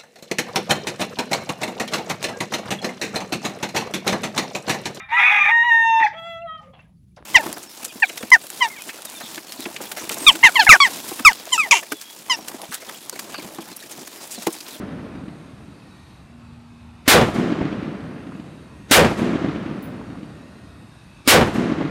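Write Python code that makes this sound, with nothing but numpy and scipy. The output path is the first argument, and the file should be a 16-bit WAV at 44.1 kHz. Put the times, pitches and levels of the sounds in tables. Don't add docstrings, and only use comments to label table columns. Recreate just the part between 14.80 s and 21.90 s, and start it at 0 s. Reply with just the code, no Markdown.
import sys
import numpy as np
from scipy import signal
from scipy.io import wavfile
from scipy.ndimage import uniform_filter1d

SR = 44100
rng = np.random.default_rng(int(sys.argv[2]) if len(sys.argv) > 2 else 0)


def bounce(signal):
    frames = np.transpose(np.atleast_2d(signal))
    limited = np.clip(frames, -1, 1)
    pcm = np.round(limited * 32767).astype(np.int16)
    wavfile.write(sys.argv[1], SR, pcm)


def convert_level_to_amplitude(level_db):
    exponent = np.asarray(level_db, float) / 20
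    return 10 ** exponent


N = 313110
SHORT, LONG, PUFF = 512, 1024, 4000


def read(points, hz, axis=1):
    table = np.transpose(points)
    return np.interp(np.log(hz + 1), np.log(table[0] + 1), table[axis])


def evened(x):
    return x / np.sqrt(np.mean(x ** 2) + 1e-20)


def add(mix, s, sound):
    at = round(s * SR)
    part = mix[max(at, 0):][:max(len(sound) + min(at, 0), 0)]
    part += sound[max(-at, 0):][:len(part)]


def chance(frames, size):
    real, imaginary = rng.standard_normal((frames, size // 2 + 1, 2)).T
    return real + 1j * imaginary


def step(t, at, rise):
    return .5 + .5 * np.tanh((t - at) / (2 * rise))


def burst(decay, edge_hz, kind):
    filt = signal.butter(3, min(edge_hz, 20000), kind, fs=SR)
    noise = evened(signal.lfilter(*filt, rng.standard_normal(PUFF)))
    return noise * np.exp(-np.arange(PUFF) / SR / decay)


def unrumbled(x):
    return signal.sosfilt(signal.butter(4, 52.0, "high", fs=SR, output="sos"), x)


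def hush():
    # hz, density_db [dB per Hz]
    air_colour = [(15, -40), (25, -10), (64, 0), (242, -5), (489, -25), (560, -19), (1040, -18),
                  (2110, -28), (2610, -25), (3080, -33), (3820, -30), (6560, -42), (9070, -41),
                  (11600, -49), (16000, -80)]
    # centre_hz, width_hz, level_db [lift, or dip if
    machine_bands = [(80, 30, 3), (250, 90, -5), (1060, 90, 1.2), (1870, 60, 3), (2550, 200, 2.5),
                     (3780, 200, 2.5), (4560, 240, 2.5), (6500, 900, 3), (8740, 700, 4), (12500, 2400, 8)]
    hush_db, tilt_db = -45.3, 1.7
    calm_db, calm_tilt_db = -.8, -1.1
    frames, hz = 4 * N // LONG + 5, np.fft.rfftfreq(LONG, 1 / SR)
    t = np.arange(frames) * LONG / 4 / SR
    calm = step(t, 1.4, .04) - step(t, 2.8, .2)

    colour_db = read(air_colour, hz)
    for f, w, db in machine_bands:
        colour_db = colour_db + db / (1 + (2 * (hz - f) / w) ** 2)
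    lasting = uniform_filter1d(rng.standard_normal((frames, len(hz))), size=30, axis=0)
    patches = evened(uniform_filter1d(lasting, size=4, axis=1)).T
    octaves = np.log2(np.maximum(hz, 1000) / 1000)[:, None]
    treble_db = octaves * (tilt_db + calm_tilt_db * calm)
    field_db = colour_db[:, None] + 2.1 * patches + treble_db + calm_db * calm

    z = chance(frames, LONG) * convert_level_to_amplitude(field_db)
    wash = evened(signal.istft(z, nperseg=LONG, noverlap=LONG * 3 // 4)[1][:N])
    return unrumbled(wash) * convert_level_to_amplitude(hush_db)


def engine():
    # pitch_hz, level_db [rms]
    firing_orders = [(79, -54), (157, -56), (236.9, -47.5)]
    on_s, off_s, rise_s, fall_s = 1.5, 2.6, .025, .2
    t = np.arange(N) / SR
    waver = .001 * evened(uniform_filter1d(rng.standard_normal(N), size=6000))
    turns = np.cumsum(1 + waver) / SR
    tone = sum(np.sqrt(2) * convert_level_to_amplitude(db) * np.sin(2 * np.pi * hz * turns) for hz, db in firing_orders)
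    return tone * step(t, on_s, rise_s) * step(-t, -off_s, fall_s)


def whines():
    # start_s, end_s, pitch_hz, level_db [rms]
    whine_tones = [
        (.95, 1.35, 1870, -70),
        (3.88, 4.11, 1870, -64),
        (3.95, 4.11, 6450, -72),
        (5.45, 6.15, 1865, -65),
        (5.6, 6.4, 1464, -71),
        (5.5, 6.2, 2546, -73),
        (1.4, 2.25, 2546, -76),
        (6.25, 6.47, 2620, -68),
    ]
    out = np.zeros(N)
    drift = evened(uniform_filter1d(rng.standard_normal(N), size=1500))
    for start, end, hz, db in whine_tones:
        wobble = drift[round(start * SR):round(end * SR)]
        tone = np.sqrt(2) * np.sin(2 * np.pi * hz * np.cumsum(1 + .002 * wobble) / SR)
        add(out, start, convert_level_to_amplitude(db) * tone * signal.windows.tukey(len(tone), .3))
    return out


def ticks():
    # start_s, level_db [peak]
    knocks = [
        (2.4744, -37),
        (2.5022, -34),
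        (2.5431, -37),
        (4.307, -37),
        (4.3899, -30),
        (6.7446, -30),
    ]
    out = np.zeros(N)
    for s, db in knocks:
        add(out, s, convert_level_to_amplitude(db - 10.5) * burst(.004, 4000, "high"))
    return out


def case():
    # start_s, level_db
    bounces = [
        (5.0236, -35),
        (5.0278, -32),
    ]
    # pitch_hz, level_db, t60_s
    brass_modes = [(6858, -19, .03), (10750, -13, .22), (10812, -16, .22), (14260, -16, .05),
                   (14860, -2.5, .19), (14935, -17, .4), (15160, -8, .18), (15205, -13, .12)]
    out, t = np.zeros(N), np.arange(SR // 3) / SR
    for s, db in bounces:
        add(out, s, convert_level_to_amplitude(db + .5) * burst(.0009, 9000, "high"))
    ring = sum(convert_level_to_amplitude(level - 60 * t / t60) * np.sin(2 * np.pi * hz * t) for hz, level, t60 in brass_modes)
    last_s, last_db = bounces[-1]
    add(out, last_s, convert_level_to_amplitude(last_db - 3.5) * ring * (1 - np.exp(-t / .003)))
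    return out


def dying(z, table, size, rise=1e-4):
    boom_hz = 1900
    hop = size // 4
    hz, t = np.fft.rfftfreq(size, 1 / SR)[:, None], np.arange(z.shape[1]) * hop / SR
    colour = convert_level_to_amplitude(read(table, hz))
    fade = convert_level_to_amplitude(-60 * t / np.maximum(read(table, hz, axis=2), .02))
    fade *= 1 - np.exp(-(t / rise) ** 3) / (1 + (hz / boom_hz) ** 2)
    unit = np.sqrt(np.sum(colour ** 2) * 4 / 3)
    return signal.istft(z * colour * fade, nperseg=size, noverlap=size - hop)[1] / unit


def roll_gain(t):
    near = convert_level_to_amplitude(-18.5) * np.exp(-((t - .18) / .09) ** 2 / 2)
    return np.hypot(near, convert_level_to_amplitude(-14.5) * step(t, .268, .008))


def echoes(cycles=.98):
    # delay_s [after the shot], level_db [against the fade with distance]
    far_faces = [(.1384, -2.5), (.146, .5), (.154, -2.5), (.2093, -6), (.2837, 0), (.3088, 0), (.3212, 1),
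                 (.3339, -3), (.354, 0), (.3656, 0), (.3829, -1.5), (.3949, -2), (.4072, -2), (.4243, 1),
                 (.44, -2), (.4471, 4.5), (.5104, -1), (.533, 1), (.5367, 4), (.5514, 2), (.576, 4.5),
                 (.5828, 0), (.6015, -1), (.64, 1), (.6502, 2.5), (.7529, 3), (.803, 0), (1.1924, 2.5),
                 (1.2754, 1.5), (1.3216, 7)]
    echo_db, fade_db_per_s = -6.5, 17.5
    echo_hz, sag_hz_per_s = 305, 60.0
    scatter_from_s, scatter_gap_s, scatter_db = .66, .03, -1.5
    out = np.zeros(3 * SR)
    place, size = rng.random((40, 2)).T
    loose = scatter_from_s + scatter_gap_s * (np.arange(len(place)) + place)
    for s, size_db in [*far_faces, *zip(loose, scatter_db - 4.0 * size)]:
        db = echo_db - fade_db_per_s * s + size_db
        hz = echo_hz - sag_hz_per_s * s
        turn = np.arange(-3 * SR // hz, 3 * SR // hz) * hz / SR
        pulse = -np.cos(2 * np.pi * turn + .5) * np.exp(-abs(turn / cycles) ** 2 * 2)
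        add(out, s + turn[0] / hz, convert_level_to_amplitude(db - .3) * pulse)
        add(out, s - .002, convert_level_to_amplitude(db - 19) * burst(.008, 2500, "low"))
    return out


def slaps():
    # delay_s [after the shot], level_db, decay_s, top_hz
    wall_edges = [
        (.136, -19, .012, 1300),
        (.21, -27, .015, 700),
        (.279, -28, .012, 1500),
        (.533, -19, .009, 700),
        (1.102, -34, .005, 1300),
        (1.242, -35, .005, 1100),
    ]
    out = np.zeros(2 * SR)
    for s, db, decay, top_hz in wall_edges:
        add(out, s, convert_level_to_amplitude(db) * burst(decay, top_hz, "low"))
    return out


def sheet():
    from_hz, to_hz, glide_s, decay_s = 680, 240, .032, .022
    t = np.arange(2 * PUFF) / SR
    hz = to_hz + (from_hz - to_hz) * np.exp(-t / glide_s)
    hz *= 1 + .17 * evened(uniform_filter1d(rng.standard_normal(len(t)), size=120))
    swing = np.sin(2 * np.pi * np.cumsum(hz) / SR)
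    return convert_level_to_amplitude(-2.5) * swing * (1 - np.exp(-t / .003)) * np.exp(-(t / (2 * decay_s)) ** 2 * 2)


def waves_db(t):
    # delay_s [after the shot], lull_db, surge_db
    returning_walls = [
        (.134, -5, 3.5),
        (.2, -4.5, 2.5),
    ]
    lull_s, surge_s = .022, .014
    gain_db = 0
    for s, lull_db, surge_db in returning_walls:
        lull = lull_db * np.exp(np.minimum(t - s, 0) / lull_s)
        surge = surge_db * np.exp(-np.maximum(t - s, 0) / surge_s)
        gain_db = gain_db + np.where(t < s, lull, surge)
    return gain_db


def rifle():
    # start_s, level_db [blast]
    shot_times = [
        (-.8378, 0.1),
        (2.2783, 0.1),
        (4.1111, 0.1),
        (6.4758, 0.1),
    ]
    # hz, density_db [dB per Hz], t60_s
    roof_roar = [(40, -12, .6), (120, 1.5, .42), (250, 7.5, .3), (400, 8.5, .29), (560, 8.5, .3),
                 (900, .5, .33), (1500, -2.5, .33), (2300, -4.5, .3), (3500, -10, .3), (6000, -16.5, .27),
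                 (10000, -15.5, .22), (15000, -18, .205), (21000, -5.5, .12)]
    # hz, density_db [dB per Hz], t60_s
    hill_roll = [(40, -40, 3.1), (90, -15, 3.9), (155, -.5, 3.9), (260, -4, 3.9), (420, -9, 3.3),
                 (620, -12, 3.2), (850, -18, 3.1), (1300, -17.5, 3.2), (2800, -27, 2.9), (5000, -35, 2.3),
                 (9000, -35, 1.1), (15000, -38, .55)]
    # hz, density_db [dB per Hz], t60_s
    bank_colour = [(700, -9, .35), (1500, -1, .35), (3000, .1, .4), (6000, -6, .5), (10000, -7, .43),
                   (14000, -14, .38), (17000, -28, .3)]
    # delay_s [after the shot], level_db
    bank_answers = [
        (.18, -36.0),
        (.262, -35.0),
    ]
    # hz, likeness [0 to 1]
    shot_likeness = [(300, .98), (1200, .85), (4000, .5), (10000, .3)]
    roof_db, boom_rise_s = 16.6, .09

    out, far, boom = np.zeros(N), echoes(), sheet()
    sizes = {SHORT: SR // 256, LONG: 3 * SR // 256 + 4}
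    place = {size: chance(frames, size) for size, frames in sizes.items()}
    t = np.arange(len(far)) / SR
    thump = np.sin(2 * np.pi * 270.0 * t[:PUFF]) * np.exp(-t[:PUFF] / .006)
    for s, db in shot_times:
        z = {}
        for size, frames in sizes.items():
            same = read(shot_likeness, np.fft.rfftfreq(size, 1 / SR))[:, None]
            z[size] = same * place[size] + np.sqrt(1 - same ** 2) * chance(frames, size)
        add(out, s, convert_level_to_amplitude(db + 9.0) * thump)
        add(out, s + .067, convert_level_to_amplitude(db) * boom)
        roar = dying(z[SHORT], roof_roar, SHORT, boom_rise_s)
        add(out, s, convert_level_to_amplitude(db + roof_db + waves_db(t[:len(roar)])) * roar)
        roll = dying(z[LONG], hill_roll, LONG)[:len(t)] * roll_gain(t)
        add(out, s, convert_level_to_amplitude(db) * (unrumbled(roll) + far))
        bank = dying(z[SHORT], bank_colour, SHORT)
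        for after, bank_db in bank_answers:
            add(out, s + after - .012, convert_level_to_amplitude(db + bank_db) * bank * step(t[:len(bank)], .012, .003))
        add(out, s, convert_level_to_amplitude(db) * slaps())
    return out


def scene():
    mono = hush() + engine() + whines() + ticks() + case() + rifle()
    return np.array([mono, mono])


def band_limit(x):
    return signal.sosfilt(signal.butter(12, 16810, fs=SR, output="sos"), x)


def record(dry):
    full_scale, knee = .52, 4.5
    smear_db, smear_top_hz = -13.0, 7000
    mono = dry[0] / (1 + abs(dry[0] / full_scale) ** knee) ** (1 / knee)
    mono = signal.lfilter(*signal.butter(1, 11000.0, fs=SR), mono)
    frame = dict(nperseg=2 * LONG, noverlap=3 * LONG // 2)
    z = signal.stft(mono, **frame)[2]
    noise = uniform_filter1d(abs(z), size=9, axis=0) * chance(z.shape[1], 2 * LONG)
    noise /= 1 + (np.fft.rfftfreq(2 * LONG, 1 / SR)[:, None] / smear_top_hz) ** 3
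    mono = mono + convert_level_to_amplitude(smear_db) * signal.istft(noise, **frame)[1][:N]
    mono = signal.lfilter(*signal.butter(2, 38.0, "high", fs=SR), mono)
    mono = signal.oaconvolve(mono, signal.firwin(255, 15900, fs=SR), "same")
    return band_limit(np.array([mono, mono]))


dry = scene()
out = record(dry)
bounce(out)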